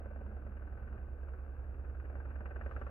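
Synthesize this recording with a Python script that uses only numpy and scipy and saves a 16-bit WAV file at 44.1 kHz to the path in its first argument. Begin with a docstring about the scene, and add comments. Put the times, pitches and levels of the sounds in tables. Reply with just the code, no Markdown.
"""Distant helicopter behind a grassy bank

A small two-port microphone hears the main and tail rotor beat against each other as a deep throb,
made of steady tones. Blades also slap, in bursts of noise and clicks that are sharper towards the end.
Shaped noise makes the wash, rumble and drone of the rotors, a trace of treble and the microphone's
hiss; a wavering tone makes the thin gear whine."""
import sys
import numpy as np
from scipy import signal
from scipy.fft import rfft, irfft, next_fast_len
from scipy.io import wavfile
from scipy.ndimage import uniform_filter1d, map_coordinates

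SR = 44100
rng = np.random.default_rng(int(sys.argv[2]) if len(sys.argv) > 2 else 0)


def persist_wave(psi):
    """Save psi, clipped to +-1, as 16-bit WAV."""
    counts = np.round(np.clip(psi, -1, 1) * 32767).astype(np.int16)
    wavfile.write(sys.argv[1], SR, np.atleast_2d(counts).T)


N = 127890  # length of the scene in samples

# blades passing per second, and when the first one passes, for each rotor
BLADE_HZ, FIRST_BLADE_S = 19.585, 0.0097
TAIL_HZ, FIRST_TAIL_S = 69.168, 0.0044


def amp(db):
    """Turn decibels into a gain."""
    return 10 ** (np.asarray(db) / 20)


def unit(x):
    """Scale to an average strength (rms) of 1."""
    return x / np.sqrt(np.mean(x ** 2) + 1e-20)


def along(points, hz):
    """Read a curve of (Hz, value) points at any frequency, on a log axis."""
    f, v = np.transpose(points)
    return np.interp(np.log(hz + 1), np.log(f + 1), v)


def curves(rows):
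    """Draw each column after the time as a line with one value per sample."""
    seconds, *columns = np.transpose(rows)
    return [np.interp(np.arange(N) / SR, seconds, column) for column in columns]


def wobble(rate):
    """A smooth random curve through this many random knots a second."""
    knots = rng.standard_normal(256)
    return map_coordinates(knots, [np.arange(N) * rate / SR + 2], mode="wrap")


def filtered(x, response):
    """Multiply the spectrum of x by a response, which may also shift phase."""
    size = 2 * next_fast_len(N // 2 + SR // 4)  # spare room, so that tails do not wrap round
    hz = np.fft.rfftfreq(size, 1 / SR)
    return irfft(rfft(x, size) * response(hz), size)[..., :N]


def causal(gain):
    """Give these gains the phase of a filter that rings only after its input (minimum phase)."""
    cepstrum = irfft(np.log(gain))
    half = len(cepstrum) // 2
    cepstrum[1:half] *= 2
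    cepstrum[half + 1:] = 0
    return np.exp(rfft(cepstrum))


def coloured(x, spectrum):
    """Shape x to this spectrum, then scale to rms 1."""
    return unit(filtered(x, lambda hz: causal(amp(along(spectrum, hz)))))


def patchy(x, depth_db):
    """Make x louder and softer in random patches of pitch and time."""
    bins = signal.stft(x, nperseg=2048)[2]
    field = rng.standard_normal(bins.shape[1:])
    field = uniform_filter1d(field, 3, 0)  # smooth over pitch
    field = uniform_filter1d(field, 4, 1)  # smooth over time
    return signal.istft(bins * amp(depth_db * unit(field)), nperseg=2048)[1][:, :N]


def ports(direct, diffuse=None, diffuse_db=0):
    """Direct sound differs in level and phase between the two ports; diffuse sound enters them opposed."""
    # Each row: frequency in Hz, left minus right in dB.
    balance = [(70, -4), (300, -1), (480, -2.5), (600, 1), (900, 1), (1100, 8), (1350, 4), (1700, 4),
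               (2200, 0.5), (2500, -4), (2850, -0.5), (3200, 7), (4200, 1.5)]
    # Each row: frequency in Hz, how far left leads right in radians.
    lead = [(30, 0.25), (300, 0.24), (520, 0.91), (780, 1.2), (1000, 1.5), (1130, 1.42), (1350, -0.77),
            (1750, 2.5), (2100, 3.5), (2500, 5.5), (2800, 5), (3200, 12)]
    # Each row: frequency in Hz, diffuse over direct sound in dB, before diffuse_db is added.
    diffuse_share = [(70, -25.5), (250, -16), (600, -10.5), (850, -7), (1080, -4.5), (1400, -6.5),
                     (2050, -2), (2700, -6.5), (4000, -5)]

    def share(hz):
        return amp(along(diffuse_share, hz) + diffuse_db)

    pair = np.array([direct, direct])
    if diffuse is not None:
        side = filtered(diffuse, share)
        # the division keeps the total power
        pair = filtered(pair + np.array([side, -side]), lambda hz: 1 / np.hypot(1, share(hz)))
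    sign = np.array([[1], [-1]]) / 2  # half of each difference goes to either port

    def port_response(hz):
        return amp(sign * along(balance, hz)) * np.exp(1j * sign * along(lead, hz))

    return filtered(pair, port_response)


def throb():
    """Each passing blade of either rotor sends a dip of pressure; the two trains beat."""
    # Each row: multiple of the main blade rate, rms level in dB at the start and at the end, before the swell.
    main_tones = [(1, -72.5, -73), (2, -51, -54), (3, -54, -47.5), (4, -65.5, -64.5), (5, -69.5, -65),
                  (6, -65, -64.5), (7, -75.5, -74)]
    # Each row: multiple of the tail blade rate, rms level in dB before flutter and swell.
    tail_tones = [(1, -44.5), (3, -72.5), (4, -74.5), (7, -74)]
    # Slow swell. Each row: time in seconds, change of main rotor in dB, change of tail rotor in dB.
    swell = [(0, -2, 1), (.4, -1.2, -1), (1.05, 1, -1), (1.4, -0.6, -1), (1.85, 0.9, 0.5),
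             (2.4, -1.5, 1.15), (2.9, 0.5, -0.2)]
    tail_flutter_db = 2
    t = np.arange(N) / SR
    main_db, tail_db = curves(swell)
    main = 0
    for k, start_db, end_db in main_tones:
        tone = np.cos(2 * np.pi * round(k) * BLADE_HZ * (t - FIRST_BLADE_S))
        main = main + amp(np.linspace(start_db, end_db, N)) * tone
    tail = 0
    for k, db in tail_tones:
        tone = np.cos(2 * np.pi * round(k) * TAIL_HZ * (t - FIRST_TAIL_S))
        flutter = (round(k) > 1) * tail_flutter_db * wobble(8.1)  # the lowest tone stays steady
        tail = tail + amp(db + flutter) * tone
    # minus makes dips; the root turns rms into peak height
    return ports(-np.sqrt(2) * (amp(main_db) * main + amp(tail_db) * tail))


def slap(thud_db, crack_db, echo_db, puff_db, scatter_db, size=4096):
    """One slap, direct and diffuse: a pressure spike, a puff of torn air, an echo and ground scatter."""
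    # Dull part of the slap. Each row: frequency in Hz, relative strength in dB per Hz.
    thud_spectrum = [(90, -28.5), (160, -17.5), (215, -8), (290, -6.5), (400, -2.5), (540, 4), (700, -4),
                     (900, -13.5), (1300, -35), (2500, -63)]
    # Sharp part of the slap. Each row: frequency in Hz, relative strength in dB per Hz.
    crack_spectrum = [(300, -36), (650, -8.5), (900, -5), (1300, -0.5), (1600, 2), (1850, -1),
                      (2150, -13.5), (2550, -15), (2850, -19), (3150, -33.5), (3700, -45.5), (6000, -61.5),
                      (10000, -83)]
    attack_s, puff_decay_s = 0.0008, 0.0047
    reflection_s, scatter_decay_s = 0.0052, 0.011  # echo delay and scatter fall, from the ground
    t, hz = np.arange(size) / SR, np.fft.rfftfreq(size, 1 / SR)
    thud = amp(thud_db) * unit(amp(along(thud_spectrum, hz)))
    crack = amp(crack_db) * unit(amp(along(crack_spectrum, hz)))
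    colour = causal(np.hypot(thud, crack))

    def burst(decay_s):
        envelope = (1 - np.exp(-t / attack_s)) * np.exp(-t / decay_s)
        return unit(irfft(colour * rfft(rng.standard_normal(size) * envelope)))

    spike = unit(irfft(colour))
    blow = spike + amp(puff_db) * burst(puff_decay_s)
    echo = amp(echo_db) * np.interp(t - reflection_s, t, blow, left=0)
    direct = blow + echo + amp(scatter_db) * burst(scatter_decay_s)
    # thud and crack levels are rms over one blade period
    level = np.hypot(amp(thud_db), amp(crack_db)) * np.sqrt(SR / BLADE_HZ / size)
    return level * np.array([unit(direct), burst(scatter_decay_s)])


def blade_slap():
    """One slap a blade: hard thuds at first, then soft uneven ones in the wash, then sharp cracks."""
    # Each row: start in seconds, dull thud in dB, sharp crack in dB, echo relative to the blow in dB.
    hard_slaps = [(.0072, -58.5, -69, -10.5), (.0582, -56, -66.5, -7), (0.1093, -58.5, -69.5, 2.5),
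                  (0.1598, -58, -68, -13), (0.212, -58.5, -68.5, -5), (.264, -66, -69, -5),
                  (0.4664, -62, -68, -10.5), (2.099, -62.5, -66, -7), (2.254, -64, -64.5, -5.5),
                  (2.4075, -59, -63.5, -5), (2.4576, -62, -56.5, -2), (2.5095, -56.5, -60, -9.5),
                  (2.5606, -56, -57.5, -2), (2.6119, -63, -56, -13.5), (2.6618, -54.5, -58, -4.5),
                  (2.7123, -59, -58, -10), (2.7637, -53.5, -58, -14.5), (2.8144, -52, -57, 0.5),
                  (2.8666, -57, -57.5, -5)]
    # Typical soft slaps between them. Each row: time in seconds, dull thud in dB, sharp crack in dB.
    soft_levels = [(.3, -60, -69), (.42, -66, -73.5), (.6, -64.5, -68), (.75, -63.5, -67.5),
                   (.92, -70.5, -62.5), (1.081, -68, -81.5), (1.32, -64, -66), (1.499, -71.5, -77.5),
                   (1.95, -70, -66.5), (2.36, -64.5, -63.5)]
    lead_s = 0.0018  # a soft slap starts this long before the pressure dip
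    level_spread_db, jitter_s = 1.2, 0.0008  # random differences between soft slaps
    blows = []
    for start, thud, crack, echo in hard_slaps:
        blows.append((start, slap(thud, crack, echo, puff_db=-3.0, scatter_db=0.5)))
    hard_starts = np.transpose(hard_slaps)[0]
    knots, thuds, cracks = np.transpose(soft_levels)
    for dip in np.arange(FIRST_BLADE_S, N / SR, 1 / BLADE_HZ):
        # a blade with no hard slap within half a period gets a soft one
        if np.abs(hard_starts - dip).min() > 0.5 / BLADE_HZ:
            typical = [np.interp(dip, knots, thuds), np.interp(dip, knots, cracks)]
            thud, crack = level_spread_db * rng.standard_normal(2) + typical
            start = dip - lead_s + jitter_s * rng.standard_normal()
            blows.append((start, slap(thud, crack, echo_db=-8.5, puff_db=3.5, scatter_db=7)))
    track = np.zeros((2, N + SR))  # direct and diffuse sound
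    for start, sound in blows:
        first = max(round(start * SR), 0)
        track[:, first:first + sound.shape[1]] += sound
    return ports(*track[:, :N], diffuse_db=-9)


def wash(flutter_db=0.7, chop_db=1.86, uneven=0.53, patchy_db=1.14):
    """Turbulent air off the rotors, chopped by the tail blades and wavering on its way."""
    # Each row: frequency in Hz, relative strength in dB per Hz.
    wash_spectrum = [(22, -19.5), (36, -3), (50, 12), (75, 12), (115, 8), (150, -8), (185, -5.5), (210, -3),
                     (260, -4.5), (350, -2), (520, -1.5), (750, -4), (1000, -11), (1300, -10.5),
                     (1570, -8.5), (1850, -16.5), (2150, -21.5), (2700, -23.5), (3000, -34), (3300, -47),
                     (4200, -57), (7000, -80.5)]
    # Each row: time in seconds, level in dB.
    wash_level = [(0, -53.5), (.45, -56), (.85, -54.5), (1.1, -56.5), (1.55, -55), (2, -55.5), (2.35, -53),
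                  (2.7, -51), (2.9, -52)]
    level_db, = curves(wash_level)
    t = np.arange(N) / SR
    chop = np.cos(2 * np.pi * TAIL_HZ * (t - FIRST_TAIL_S)) * (1 + uneven * wobble(TAIL_HZ))
    air = patchy(rng.standard_normal((2, N)), patchy_db)  # direct and diffuse sound
    air = air * amp(flutter_db * wobble(25) + chop_db * chop)
    return amp(level_db) * ports(*coloured(air, wash_spectrum), diffuse_db=-2)


def rumble():
    """The lower middle of the wash, shaped noise that swells while the slaps are soft."""
    # Each row: frequency in Hz, relative strength in dB per Hz.
    rumble_spectrum = [(150, -41.5), (250, -11.5), (320, -0.5), (380, -3), (430, -5), (490, -3), (600, -16),
                       (1200, -55)]
    # Each row: time in seconds, level in dB.
    rumble_level = [(0, -75.5), (.9, -73.5), (1.25, -64), (1.55, -66), (2.05, -64), (2.3, -65.5),
                    (2.9, -80.5)]
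    level_db, = curves(rumble_level)
    return ports(amp(level_db) * coloured(rng.standard_normal(N), rumble_spectrum))


def drone(flutter_db=1.5):
    """Low drone of the rotors: a rough noise band that sinks away midway and partly returns."""
    # Each row: frequency in Hz, relative strength in dB per Hz.
    drone_spectrum = [(60, -50), (130, -17.5), (180, -9.5), (197, 1.5), (225, 0), (255, -8), (330, -11),
                      (420, -21.5), (1500, -100)]
    # Each row: time in seconds, level in dB before the flutter.
    drone_level = [(0, -58.5), (.4, -61.5), (.75, -61), (1.05, -66), (1.6, -73), (2.1, -70.5), (2.5, -64.5),
                   (2.9, -65)]
    level_db, = curves(drone_level)
    noise = coloured(rng.standard_normal(N), drone_spectrum)
    return ports(amp(level_db + flutter_db * wobble(8.8)) * noise)


def whine(flutter_db=3):
    """A thin gear tone, drifting slightly in pitch, that sinks away and comes back."""
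    # Each row: time in seconds, level in dB.
    whine_level = [(0, -72), (1, -75), (1.8, -81.5), (2.9, -73)]
    pitch_hz, drift_hz = 1522, 3
    level_db, = curves(whine_level)
    phase = 2 * np.pi * np.cumsum(pitch_hz + drift_hz * wobble(20)) / SR
    tone = unit(amp(flutter_db * wobble(11)) * np.sin(phase))
    return ports(amp(level_db) * tone)


def fizz():
    """Faint treble of the rotor air: separate noise in each port, strongest near the end."""
    # Each row: frequency in Hz, relative strength in dB per Hz.
    fizz_spectrum = [(2000, -8), (3200, 4.5), (4200, -4), (5500, -6), (8000, -11), (11000, -12),
                     (15500, -19.5)]
    # Each row: time in seconds, level in dB before the random wobble.
    fizz_level = [(0, -102), (.4, -98), (.6, -102), (.8, -99), (1, -102), (1.5, -102), (1.66, -98),
                  (1.8, -102), (2.2, -101), (2.46, -97), (2.58, -97), (2.66, -86.5), (2.77, -86.5),
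                  (2.9, -89)]
    level_db, = curves(fizz_level)
    return amp(level_db + wobble(30)) * coloured(rng.standard_normal((2, N)), fizz_spectrum)


def hiss(level_db=-89):
    """The microphone's own noise: steady and separate in each port."""
    # Each row: frequency in Hz, relative strength in dB per Hz.
    hiss_spectrum = [(2500, -1), (4000, 0), (5500, -2), (7500, -4), (9800, -2), (11200, 5), (11500, 6.5),
                     (11900, 4.5), (15500, 3)]
    return amp(level_db) * coloured(rng.standard_normal((2, N)), hiss_spectrum)


def scene():
    """The helicopter over the hiss."""
    return throb() + blade_slap() + wash() + rumble() + drone() + whine() + fizz() + hiss()


def record(dry, top_hz=15720):
    """The recorder keeps nothing above its band limit."""
    return filtered(dry, lambda hz: hz < top_hz)


dry = scene()
out = record(dry)
persist_wave(out)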